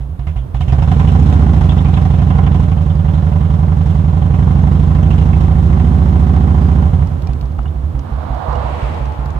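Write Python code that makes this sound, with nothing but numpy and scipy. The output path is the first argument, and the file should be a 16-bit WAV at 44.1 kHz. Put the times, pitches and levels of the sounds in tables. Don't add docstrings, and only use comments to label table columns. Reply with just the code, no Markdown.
import sys
import numpy as np
from scipy import signal
from scipy.fft import rfft, irfft, next_fast_len
from scipy.io import wavfile
from scipy.ndimage import uniform_filter1d

SR = 44100
rng = np.random.default_rng(int(sys.argv[2]) if len(sys.argv) > 2 else 0)


def ratio(d):
    e = np.asarray(d, float) / 20
    return 10 ** e


def generate_wav(sig):
    pcm = np.round(np.clip(np.atleast_2d(sig).T, -1, 1) * 32767).astype(np.int16)
    wavfile.write(sys.argv[1], SR, pcm)


N = 414090
TIME = np.arange(N) / SR
SIZE = next_fast_len(N)

# start_s, level_db
LOAD = [(0.85, -11), (1.05, -11), (1.6, -11), (2.0, -11.5), (2.55, -11), (2.75, -13.5), (3.4, -13),
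        (4.2, -12.5), (4.45, -11), (5.0, -11.5), (5.6, -12), (6.2, -12), (6.9, -12)]
# start_s, speed_rpm
RPM = [(0.88, 1208.5), (0.94, 1457.3), (1.2, 1690.5), (1.3, 1831.1), (1.74, 1476.6), (2.0, 1424.2),
       (2.47, 1470.7), (2.53, 1493.7), (2.77, 1315.9), (3.08, 1301.0), (3.2, 1320.0), (3.85, 1343.1),
       (3.98, 1300.7), (4.35, 1428.7), (5.23, 1596.4), (6.12, 1714.4), (6.91, 1719.5)]
# front_s, front_db, rear_later_s, rear_db
IDLE = [(0.009, -20.5, .087, -25), (0.197, -19.5, .078, -18), (0.367, -16, .0785, -30),
        (0.549, -15, .061, -15.5), (0.684, -13, .046, -10.5), (0.787, -11.5, .041, -12),
        (6.897, -18.5, 0.039, -11), (6.993, -14.5, 0.03, -14), (7.08, -20, .0413, -17),
        (7.183, -22, .0518, -20), (7.295, -14.5, .0608, -22), (7.43, -17, .08, -21),
        (7.588, -16.5, .0785, -18), (7.762, -18, .0796, -19), (7.952, -16, .0758, -29),
        (8.125, -17, 0.063, -20.5), (8.308, -17, 0.066, -27), (8.488, -16.5, .0722, -18.5),
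        (8.651, -19, 0.078, -25), (8.833, -16, .0792, -21), (9.014, -17, .0658, -25),
        (9.192, -17, .0711, -19.5), (9.363, -16, .07, -20)]
# start_s, extra_gas_db, extra_clatter_db
HARD = [(0.275, 6, 10), (0.366, -1, 1), (0.549, 2.5, -1.5), (0.61, -1.5, 7.5), (0.684, 3, 2),
        (0.73, 5.5, 3), (0.828, 5, 0.5), (0.919, 5, 2.5), (0.996, 6, 2.5), (1.081, 5.5, 3.5),
        (1.149, 4.5, -1), (1.423, 2.5, -2.5), (1.493, -2, -3.5), (1.535, 0, -0.5), (1.566, 1.5, -1),
        (1.611, 2.5, 4.5), (1.641, 0, -0.5), (1.688, 0.5, 5), (1.969, 5.5, 2.5), (2.1, 2.5, 3),
        (2.302, 3.5, -5.5), (2.384, 5, -4), (2.466, 5, -2), (2.768, 3, -5.5), (5.11, 1, 4),
        (5.184, -1, 6.5), (5.405, 1, 7.5), (5.729, 2.5, 0), (6.365, 3, -6), (7.297, -2.5, 3.5)]
# full_blow_db, slope_db_per_db
FOLLOW = [
    (-21.5, 4),
    (-31, 1.5),
    (-48.5, 1.4),
]
# pitch_hz, level_db, decay_s, rise_per_cycle
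THUMP = [
    [(61.5, 3, 0.093, 0.44), (151.5, -5, 0.1, 0.022)],
    [(79.3, 4, 0.12, 0.32), (154.2, -4.5, 0.098, 0.45)],
]
# pitch_hz, level_db, decay_s, rise_per_cycle
CRACK = [
    [(128.5, 5.5, 0.099, 0.29), (211.2, 5.5, 0.018, 0.69), (285, 0.5, 0.019, 0.092)],
    [(133.2, 11, 0.016, 0.56), (248.6, 4.5, 0.018, 0.24), (381, -8.5, 0.027, 0.24)],
]
VALVE_SHUT = (.54, .46)
# pitch_hz, level_db, decay_s
SHUT_RING = [
    (106, -10.5, 0.15),
    (140.2, -8.5, 0.024),
]
# pitch_hz, level_db
GAS_COLOUR = [(280, -18.5), (470, 1), (525, -12.5), (585, -6.5), (684, -9.5), (788, -0.5), (885, -9.5),
              (1040, -5.5), (1210, -9.5), (2200, -19), (2860, -46.5), (4840, -120)]
# pitch_hz, width_hz, level_db
SHELL_PEAKS = [(770, 70, -6), (1060, 38, -3.5), (589, 11, -8)]
# pitch_hz, level_db, decay_s
STRUCK = [(411, -8, 0.014), (591.4, -11, 0.068), (737, -4, 0.018), (1009, -6, 0.012), (1322, -14.5, 0.02),
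          (1947, -20.5, 0.0025), (2760, -20.5, 0.0034), (3140, -13.5, 0.0066), (5550, -23.5, 0.0057)]
# pitch_hz, level_db
CLATTER_COLOUR = [(880, -28.5), (1500, -1.5), (2520, -4.5), (2780, -5), (3250, -10), (4150, -11.5),
                  (4550, -18), (5300, -11.5), (7520, -17.5), (8710, -21.5), (14500, -27), (15500, -34)]
# pitch_hz, width_hz, level_db
COVER_RING = (3380, 960, 6.2)
# teeth_per_cycle, level_db
DRIVE = [(14, -32), (17, -24.5), (19, -34.5), (23, -36), (27, -39), (33, -43.5)]
# teeth_per_cycle, level_db, slope_db_per_100_rpm
GEARS = [(25, -41.5, 0.5), (27, -41.5, 0.5), (39, -42.5, -2), (52, -44.5, -1.5)]
# pitch_hz, left_minus_right_db
HEAD_SHADE = [(60, -4), (110, 0), (200, -2), (380, -3.5), (700, -11), (1290, -6.5), (2380, -3), (4400, 1),
              (8120, 11.5), (15000, -1.5)]
# start_s, peak_db, body_db, top_db (both relative), left_minus_right_db
TICKS = [(7.072, -36, -12, -15, 2.5), (7.221, -36.5, -5.5, -10, 6), (7.2716, -31.5, -9, -19, 1),
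         (7.333, -35, -6, -20, 4.5), (7.4114, -32.5, 1, -13, 1), (7.457, -41.5, -4, -16.5, 1.5),
         (7.52, -46, -4, -11.5, 2.5), (7.59, -54, 35.5, -20, 6), (7.63, -42.5, -6, -14, 0),
         (7.656, -58, 35.5, -29, -5), (7.9924, -33.5, 1, -19.5, -2), (8.346, -39, -5, -11.5, 5),
         (8.528, -38, -5, -18, 6.5), (8.555, -39, 6, -31, 2), (8.944, -38, -5, -27, -6.5),
         (9.056, -37.5, -2, -25.5, 5), (9.1224, -39, 2, -26, 7), (9.258, -36, 14, -13, 9),
         (9.304, -37, 5, -27, 10)]
# start_s, pitch_hz, level_db
LEVER = [
    (7.272, 2400, -40.5),
    (7.658, 2870, -38),
    (8.554, 2870, -36),
]
# start_s, peak_db, pitch_hz,
# left_minus_right_db
JINGLE = [(0.1967, -47, 2950, -3), (0.273, -36, 2450, -11), (0.3658, -34.5, 2990, -1),
          (0.5477, -45, 3170, 2), (0.612, -30.5, 2840, -13), (0.6813, -29.5, 2950, -9),
          (0.6982, -32.5, 2780, -6), (0.7275, -41, 3210, -8.5), (0.8246, -32.5, 2770, -15),
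          (0.878, -35.5, 3180, -6), (0.9146, -32, 2950, -9), (1, -32.5, 2630, -12), (1.0428, -38, 2430, -1),
          (1.0762, -24, 2760, -5), (1.1937, -42, 3140, 1), (1.694, -23, 3210, 4.5), (1.7822, -25, 3200, -5),
          (1.856, -25.5, 2900, -3), (1.9404, -25, 3230, -6), (1.9686, -28, 2900, -5.0),
          (2.1058, -35, 2760, -6), (2.14, -35.5, 2620, -10.5), (2.1884, -29.5, 2620, -4),
          (2.304, -30.5, 2870, -9), (2.4361, -32, 2930, -2), (2.4671, -28.5, 2640, -8),
          (2.515, -33, 3210, -3), (2.5477, -32, 3020, -7), (2.7167, -33, 2550, 0), (2.7744, -35, 2930, 0),
          (2.8992, -34, 3060, -11.5), (2.9924, -38, 3090, -5), (3.0822, -35, 2970, -12),
          (3.1374, -34.5, 3500, -4), (3.177, -36.5, 3520, -3), (3.3216, -41, 2650, -7.5),
          (3.4119, -40, 2760, -8), (3.447, -38, 2630, -12), (3.5388, -41, 3140, -10),
          (4.2183, -35, 3160, -2.0), (4.3412, -31.5, 2650, -5), (4.831, -41, 3100, -5.0),
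          (4.9514, -32.5, 2650, -6), (5.03, -31.5, 2720, -1), (5.108, -26, 2700, -7.5),
          (5.1809, -29.5, 2690, -8.5), (5.3314, -29.5, 2460, -8), (5.403, -39.5, 2940, 6),
          (0.215, -49, 2900, -7), (0.292, -39, 2670, -6), (0.312, -49, 2600, -5), (0.296, -42, 1690, -5),
         (0.387, -39, 3000, -5), (0.371, -42, 2300, -6), (0.385, -49, 1900, -2), (0.41, -51, 2660, -3),
         (0.567, -39, 3070, -9), (7.302, -47, 2850, 0), (7.587, -44, 2700, -5), (7.676, -42, 3120, -2)]
# start_s, level_db, lowest_ring_hz
BOOM = [(0.195, -25.5, 710), (0.271, -22, 740), (0.361, -28, 740), (0.546, -27, 720), (0.61, -16, 736),
        (0.678, -34, 777), (0.724, -12.5, 732), (0.784, -34, 790), (0.823, -18.5, 688), (0.876, -21.5, 765),
        (0.917, -14.5, 730), (0.996, -16, 735), (1.15, -21, 780), (1.327, -16, 740), (1.394, -21.5, 830),
        (1.423, -17.5, 836), (1.493, -19, 800), (1.535, -18.5, 824), (1.566, -20, 730), (1.611, -18, 875),
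        (1.641, -18, 770), (1.721, -16, 753), (1.767, -20.5, 815), (1.849, -17, 828), (1.885, -19, 743),
        (1.932, -21.5, 685), (1.969, -29.5, 760), (2.016, -19.5, 758), (2.053, -16, 756), (2.1, -26, 836),
        (2.136, -24, 718), (2.184, -22.5, 660), (2.219, -18, 725), (2.302, -19.5, 733), (2.384, -20, 790),
        (2.431, -24, 826), (2.466, -19.5, 790), (2.547, -18, 720), (2.631, -23, 810), (2.718, -22.5, 820),
        (2.768, -27, 711), (3.225, -22.5, 732), (3.408, -25, 816), (3.861, -26.5, 860), (3.949, -26.5, 830),
        (4.129, -24, 790), (4.219, -25, 789), (4.634, -22, 685), (4.715, -25, 754), (4.916, -22.5, 767),
        (4.951, -20, 757), (5.729, -19.5, 774), (5.8, -17.5, 766), (5.871, -22, 759), (6.053, -28.5, 737),
        (6.294, -23.5, 805), (6.365, -18, 770), (6.544, -27.5, 830), (6.824, -24.5, 705), (7.272, -25, 760)]
# pitch_hz, level_db, decay_s
BOOM_MODES = [(728.6, -4, 0.012), (982, -6.5, .009), (1244, -12.5, .007), (1785, -15.5, 0.005)]
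# start_s, peak_db, pitch_hz, left_minus_right_db
PING = [(0.2765, -53, 5300, 5), (0.6078, -52, 5550, 15.5), (0.73, -35, 5580, 12.5),
        (0.829, -36, 4980, 13.5), (1.197, -38.5, 6470, 9.5), (1.6472, -40, 4670, 4.5),
        (1.6932, -46, 4630, 8.5), (1.7801, -36.5, 5600, 5.5), (1.938, -41, 4940, 8),
        (2.0228, -40.5, 4980, 6.5), (2.0555, -42.5, 5700, 0), (2.1872, -43, 5170, 9),
        (2.271, -48.5, 4650, 9), (2.386, -47, 4640, 6.0), (2.4712, -42, 4900, 3.5), (2.518, -42.5, 5230, 9),
        (2.956, -41, 4940, 8.5), (3.1331, -52, 5490, 10.0), (3.6668, -47.5, 4610, 11),
        (4.0799, -46, 4940, 3.5), (4.5533, -46, 4450, 9.5), (4.6216, -40, 6200, 0),
        (4.7177, -43.5, 4470, 11), (4.8747, -46, 4520, 8.5), (4.953, -45.5, 4760, 6),
        (5.0312, -39.5, 6050, 15), (5.1063, -42, 4610, 8.5), (5.1847, -40, 4560, 6),
        (5.2582, -40.5, 5650, 4.5), (5.4096, -42.5, 4480, 11), (5.481, -44.5, 4480, 7),
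        (6.0539, -46, 4730, 10.5), (6.1277, -47, 4740, 10), (6.2714, -44.5, 4870, 7.5),
        (6.3358, -47, 4600, 8.5), (6.6226, -42, 4570, 7), (6.674, -43.5, 4810, 8)]
# pitch_hz, level_db
AIR_COLOUR = [(120, -26.5), (200, -1.5), (231, -3), (422, -12.5), (702, -17.5), (975, -18.5), (1110, -20),
              (2340, -35.5), (3240, -36.5), (4580, -43), (15500, -62)]
# pitch_hz, level_db
ROAR_COLOUR = [(260, -36), (450, -10), (487, 2), (531, -9), (591, -1.5), (771, -1), (840, -2), (1140, -4),
               (2200, -27.5), (2860, -60), (4840, -120)]
PASS_S = 8.52, 8.82, 8.58, 9.3
# nearest_distance_s (time to cover it), nearest_db, louder_behind_db
PASSES = [
    (0.28, -28.5, 6.5),
    (0.18, -38, 0.5),
    (0.31, -51.5, 0.5),
    (0.26, -37.5, 6.5),
]
# middle_s, pitch_hz, length_s (from the middle out), level_db
TREAD = [
    (8.3, 916, .08, -38),
    (8.38, 735, .1, -29.5),
    (8.55, 720, 0.053, -45),
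    (8.64, 865, 0.077, -33),
    (8.75, 660, 0.089, -39),
    (8.88, 512, .08, -39),
    (8.99, 560, .06, -33),
    (9.1, 855, 0.24, -35),
]

REAR_SHARE = 315 / 720
THROTTLE_S, CLUTCH_OUT_S, RIDE_CYCLES = 0.8812, 6.86, 76
MIC_LAG_S = -.0003


def unit(x):
    return x / np.sqrt(np.mean(x ** 2))


def on_hz(points):
    hz, db = np.transpose(points)
    return np.interp(np.log(np.fft.rfftfreq(SIZE, 1 / SR) + 1), np.log(hz), db)


def colour(x, points):
    return irfft(rfft(x, SIZE) * ratio(on_hz(points)), SIZE)[..., :N]


def band(x, lo_hz, hi_hz):
    return signal.sosfilt(signal.butter(2, [lo_hz, hi_hz], "bandpass", fs=SR, output="sos"), x)


def resonance(x, hz, width_hz, db):
    return ratio(db) * signal.lfilter(*signal.iirpeak(hz, hz / width_hz, SR), x)


def ramp(x):
    return 1 / (1 + np.exp(-x))


def sides(left_minus_right_db):
    return ratio(np.array([[left_minus_right_db], [-left_minus_right_db]]) / 2)


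def walk(rate):
    k = int(SR / rate)
    return uniform_filter1d(np.repeat(rng.standard_normal(N // k + 1), k), k)[:N]


def both_mics(likeness):
    same, left, right = rng.standard_normal((3, N))
    c = np.clip(likeness, 0, 1)
    shared = np.array([same, np.roll(same, int(MIC_LAG_S * SR))])
    return np.sqrt(c) * shared + np.sqrt(1 - c) * np.array([left, right])


def add(out, at, x):
    i = int(at * SR)
    out[..., max(i, 0):i + x.shape[-1]] += x[..., max(-i, 0):N - i]


def mode(t, hz, db, decay, rise, cycle):
    t = np.maximum(t, 0)
    return ratio(db) * np.sin(2 * np.pi * hz * (t + rise * t * t / cycle / 2)) * np.exp(-t / decay)


def speed_rpm():
    return np.interp(TIME, *np.transpose(RPM))


def turns():
    return np.cumsum(speed_rpm() * (TIME >= THROTTLE_S)) / 120 / SR


def strokes():
    idle_pitch, idle_wander, full_db = .91, 0.04, -10
    coast_crack_db = 5
    cold_db, cold_s = 9.5, 4.3
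    front = np.interp(np.arange(RIDE_CYCLES + 1) + 1e-6, turns(), TIME)
    ride = np.append(front[:-1], front[:-1] + REAR_SHARE * np.diff(front))
    first, first_db, later, later_db = np.transpose(IDLE)
    s = np.concatenate([ride, first, first + later])
    blow = np.concatenate([np.interp(ride, *np.transpose(LOAD)), first_db, later_db])
    idling = np.arange(len(s)) >= len(ride)
    chance = rng.standard_normal((len(s), 6)).T
    pitch = np.where(idling, idle_pitch + idle_wander * chance[5], 1 + .002 * chance[5])

    levels = np.array([blow, *(db + slope * (blow - full_db) for db, slope in FOLLOW)])
    levels = levels + np.array([[.4], [.6], [1.2], [1.8]]) * chance[:4]
    levels[1] += coast_crack_db * (s > CLUTCH_OUT_S + .2)
    levels[3] += cold_db * np.exp(-s / cold_s)
    for at, gas_db, clatter_db in HARD:
        levels[2:, np.argmin(abs(s - at))] += gas_db, clatter_db

    rows = np.vstack([s + .0001 * chance[4], levels, pitch])[:, np.argsort(s)][:, :-1]
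    cycle = rows[0, 2:] - rows[0, :-2]
    cylinder = np.arange(rows.shape[1]) % 2
    return np.vstack([rows[0], cylinder, np.append(cycle, cycle[-2:]), rows[1:]]).T


def cycle_s(rows):
    return np.interp(TIME, rows[:, 0], rows[:, 2])


def rumble():
    return unit(band(rng.standard_normal(N), 22, 42)) * ratio(-35 + 2.7 * walk(5.4)) * sides(-5.2)


def air(rows):
    idle_db, per_octave_db, lag_s, road_db_s = -36.5, 5, 0.44, 0.25
    still_db, still_until_s = -4, 0.63
    octaves = uniform_filter1d(np.log2(0.2 / cycle_s(rows)), int(lag_s * SR))
    db = idle_db + per_octave_db * octaves + road_db_s * TIME
    db = db + still_db * ramp((still_until_s - TIME) / 0.0067)
    wash = unit(colour(both_mics(0.22), AIR_COLOUR)) * ratio(db + .5 * walk(3.9))
    return wash + band(both_mics(0), 9000, 15500) * ratio(-61.0)


def passing(at_s, reach_s, db, behind_db):
    spread = 1.46
    along = (TIME - at_s) / reach_s
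    far = np.hypot(along, 1)
    return db - 20 * spread * np.log10(far) + behind_db * along / far


def doppler(x):
    truck_m_s, nearest_m = 22, 6
    heard = TIME - np.hypot(truck_m_s * (TIME - PASS_S[2]), nearest_m) / 343
    return np.array([np.interp(heard, TIME, mic) for mic in x])


def truck():
    sweep_at_s, sweep_width_s, sweep_db, sweep_mid_db = 8.75, 0.28, 11, -11.5
    clear_at_s = 7.9
    roar_db, hiss_db, sizzle_db, traffic_db = (passing(s, *row) for s, row in zip(PASS_S, PASSES))
    pan_db = sweep_mid_db + sweep_db * np.tanh((TIME - sweep_at_s) / sweep_width_s)
    side_db = np.array([pan_db + 16.0, -pan_db - 10.5]) / 2
    near = np.clip((TIME - clear_at_s) / 0.2, 0, 1)
    flicker_db = .7 * walk(25)

    roar = unit(doppler(colour(both_mics(0.071), ROAR_COLOUR))) * ratio(roar_db + flicker_db + side_db)
    traffic = unit(band(both_mics(0.12), 650, 1300)) + 0.4 * unit(band(both_mics(.3), 830, 870))
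    traffic = traffic * ratio(traffic_db + 2.5 * walk(26)) * sides(3)
    hiss = unit(band(both_mics(0.051), 1410, 2900)) * ratio(hiss_db)
    hiss = hiss + unit(band(both_mics(0.11), 2700, 4300)) * ratio(sizzle_db + 2.5)
    hiss = hiss + unit(band(both_mics(0.079), 4600, 9000)) * ratio(hiss_db - 22.5)
    body = unit(band(both_mics(0.87), 250, 480)) * ratio(hiss_db + 1.0) * ramp((TIME - 8.45) / .06)
    return near * (roar + body + traffic + hiss * ratio(flicker_db))


def tread():
    fall_per_s, wander = .04, 1.5
    out = 0
    for s, hz, length, db in TREAD:
        t = TIME - s
        phase = 2 * np.pi * hz * (t - fall_per_s * t * t / 2) + wander * np.array([walk(40), walk(40)])
        out = out + ratio(db + 2.5 * walk(30)) * np.exp(-(t / length) ** 2) * np.sin(phase)
    return out * sides(-5)


def ticks():
    out, t = np.zeros((4, 2, N)), np.arange(1024) / SR
    for (s, db, body_db, top_db, pan_db), noise in zip(TICKS, rng.standard_normal((len(TICKS), 2, 1024))):
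        band_db = np.array([body_db + 8.0, 0, top_db])[:, None]
        gains = ratio(db + band_db + np.array([pan_db, -pan_db]) / 2)
        add(out[:3], s, gains[..., None] * noise * np.exp(-t / 0.0031))
    for s, hz, db in LEVER:
        add(out[3], s, mode(t, hz, db, 0.0086, 0, 1))
    clicks = band(out[0], 660, 1210) + band(out[1], 1900, 6000) + band(out[2], 7100, 15000)
    return ratio(3.5) * clicks + out[3]


def pings():
    out, t = np.zeros((2, N)), np.arange(1024) / SR
    for (s, db, hz, pan_db), tune in zip(PING, rng.standard_normal((len(PING), 2, 3, 1))):
        rings = mode(t, hz * (1 + 0.047 * tune), db - 12.5, 0.0079, 0, 1).sum(axis=1)
        add(out, s - .001, rings * sides(pan_db))
    return out


def jingles():
    decay_s, spread = .009, .11
    out, t = np.zeros((2, N)), np.arange(3072) / SR
    events = JINGLE
    for (s, db, hz, pan_db), chance in zip(events, rng.standard_normal((len(events), 3, 2, 12, 1))):
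        tune, size, late = chance
        ring_db = db - 13 + 2.5 * size
        rings = mode(t - .006 * late ** 2, hz * (1 + spread * tune[0]), ring_db, decay_s, 0, 1)
        add(out, s - .002, rings.sum(axis=1) * sides(pan_db))
    return out


def booms():
    boom_db, scatter_db, snap_db, snap_s = -4.5, 1.5, -5, 0.0053
    out, t = np.zeros((2, N)), np.arange(3072) / SR
    sizes = rng.standard_normal((len(BOOM), len(BOOM_MODES)))
    snaps = band(rng.standard_normal((len(BOOM), 2, 3072)), 900, 3400)
    for (s, db, low_hz), size, snap in zip(BOOM, sizes, snaps):
        tune = low_hz / BOOM_MODES[0][0]
        ring = sum(mode(t, hz * tune, mode_db + scatter_db * k, decay, 0, 1)
                   for (hz, mode_db, decay), k in zip(BOOM_MODES, size))
        boom = ring * (1 - np.exp(-t / 0.00073)) + ratio(snap_db) * snap * np.exp(-t / snap_s)
        add(out, s - .002, boom * ratio(db + boom_db) * sides(-7))
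    return out


def drive():
    sings_rpm, span_rpm, gears_rpm = 1407, 258, 1400
    cycles, rpm = turns(), speed_rpm()
    hum, whirr = 0, 0
    for teeth, db in DRIVE:
        hum = hum + ratio(db + 1.8 * walk(13)) * np.sin(2 * np.pi * np.round(teeth) * cycles + .5 * walk(11))
    for teeth, db, slope in GEARS:
        level = ratio(db + slope * (rpm - gears_rpm) / 100 + 2.6 * walk(3))
        whirr = whirr + level * np.sin(2 * np.pi * np.round(teeth) * cycles + 0.9 * walk(15))
    fast = np.clip((rpm - sings_rpm) / span_rpm, 0, 1)
    engaged = ramp((CLUTCH_OUT_S - TIME) / 0.027)
    return (hum * fast + whirr * np.clip(cycles / 8, 0, 1)) * engaged * sides(-5)


def puffs(rows, column, steady, sharp_s, long_s, share):
    out, t = np.zeros(N), np.arange(4096) / SR
    shape = (1 - np.exp(-t / 0.0034)) * (np.exp(-t / sharp_s) + share * np.exp(-t / long_s))
    for row in rows:
        add(out, row[0] - .005, ratio(row[column]) * shape)
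    busy = (0.1 / cycle_s(rows)) ** 0.38
    return out + steady * busy * uniform_filter1d(out, SR // 6)


def clatter(rows):
    grit = ratio(1.6 * walk(500))
    knocks = puffs(rows, 6, steady=0.35, sharp_s=0.0011, long_s=0.03, share=0.35)
    rattle = both_mics(0.12) * knocks * grit
    return colour(rattle + resonance(rattle, *COVER_RING), CLATTER_COLOUR) * ratio(19.0)


def shell(rows):
    struck_db, scatter_db, detune, drift_share = 4, 1.2, .015, .015
    out, t = np.zeros((2, N)), np.arange(2048) / SR
    drift = 1 + drift_share * np.array([walk(1.5) for _ in STRUCK])
    hz, db, decay = np.transpose(STRUCK)[..., None]
    shift = 2 * np.pi * hz * MIC_LAG_S * np.array([0, 1])[:, None, None]
    for row, (size, tune) in zip(rows, rng.standard_normal((len(rows), 2, len(STRUCK), 1))):
        now = min(int(row[0] * SR), N - 1)
        pitch = hz * np.sqrt(row[7]) * (drift[:, [now]] + detune * tune)
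        ring = np.sin(2 * np.pi * pitch * t - shift) * np.exp(-t / decay)
        blow = ratio(row[5] + struck_db) * (1 - np.exp(-t / 0.0031))
        add(out, row[0] - .004, blow * (ratio(db + scatter_db * size) * ring).sum(axis=1))
    return out


def repeats(rows):
    out, t = np.zeros((2, N)), np.arange(4096) / SR
    blows = both_mics(0.49)[:, :8192].reshape(2, 2, 4096)
    blows = blows * (1 - np.exp(-t / 0.0013)) * np.exp(-t / .02)
    for row in rows:
        add(out, row[0] - .004, ratio(row[5] + 1) * blows[:, int(row[1])])
    return out


def gas(rows):
    chest_hz, chest_idle_db, chest_open_s = 620, -11.5, 0.094
    blow = puffs(rows, 5, steady=0.35, sharp_s=0.0037, long_s=0.028, share=0.27)
    rush = both_mics(0.21) * blow * ratio(1.4 * walk(120) - 3) + .6 * repeats(rows)
    ringing = sum(resonance(rush, *peak) for peak in SHELL_PEAKS)
    whole = colour(rush + ringing, GAS_COLOUR) * ratio(26.5)
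    chest = colour(whole, [(chest_hz * .9, 0), (chest_hz * 1.1, -40)])
    idling = ramp((cycle_s(rows) - chest_open_s) / 0.014)
    return whole - chest * idling * (1 - ratio(chest_idle_db))


def exhaust(rows):
    lead, valve_soft = .01, 0.086
    heat, heat_cycle_s = 0.041, 0.073
    coast_overtone_db = -3
    out = np.zeros(N)
    for s, cylinder, cycle, thump_db, crack_db, _, _, pitch in rows:
        t = np.arange(int((.6 * cycle + .1) * SR)) / SR - lead
        k = int(cylinder)
        warm = pitch * (cycle / heat_cycle_s) ** -heat
        (hz, db, decay, rise), overtone = THUMP[k]
        ring = -mode(t + 1 / (4 * hz * warm), hz * warm, db + thump_db, decay, rise, cycle)
        overtone_db = thump_db + coast_overtone_db * (s > 7.4)
        upper_db = [overtone_db, crack_db, crack_db, crack_db]
        for (hz, db, decay, rise), blow_db in zip([overtone, *CRACK[k]], upper_db):
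            ring = ring + mode(t + 3 / (4 * hz * warm), hz * warm, db + blow_db, decay, rise, cycle)
        ring = ring * ramp((VALVE_SHUT[k] - t / cycle) / valve_soft)
        hz, db, decay = SHUT_RING[k]
        ring = ring - mode(t - VALVE_SHUT[k] * cycle, hz * warm, db + thump_db, decay, 0, cycle)
        add(out, s - lead, ring * np.minimum((t[-1] - t) / .025, 1))
    return out * ratio(np.array([[0.3], [6.2]]))


def scene():
    rows = strokes()
    lean = on_hz(HEAD_SHADE) / 2
    mix = air(rows) + truck() + clatter(rows) + shell(rows) + gas(rows)
    shaded = irfft(rfft(mix, SIZE) * ratio(np.array([lean, -lean])), SIZE)[:, :N]
    loose_metal = ticks() + pings() + jingles() + booms()
    return rumble() + shaded + tread() + loose_metal + drive() + exhaust(rows)


def top_cut(x):
    return signal.sosfilt(signal.butter(12, 15660, fs=SR, output="sos"), x)


def record(dry):
    low_cut = signal.butter(2, 32, "highpass", fs=SR, output="sos")
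    thin = signal.sosfiltfilt(low_cut, dry, padtype="even")
    rounded = thin / (1 + abs(thin / 1.03) ** 6) ** (1 / 6)
    return top_cut(np.clip(rounded, -.98, .98))


dry = scene()
out = record(dry)
generate_wav(out)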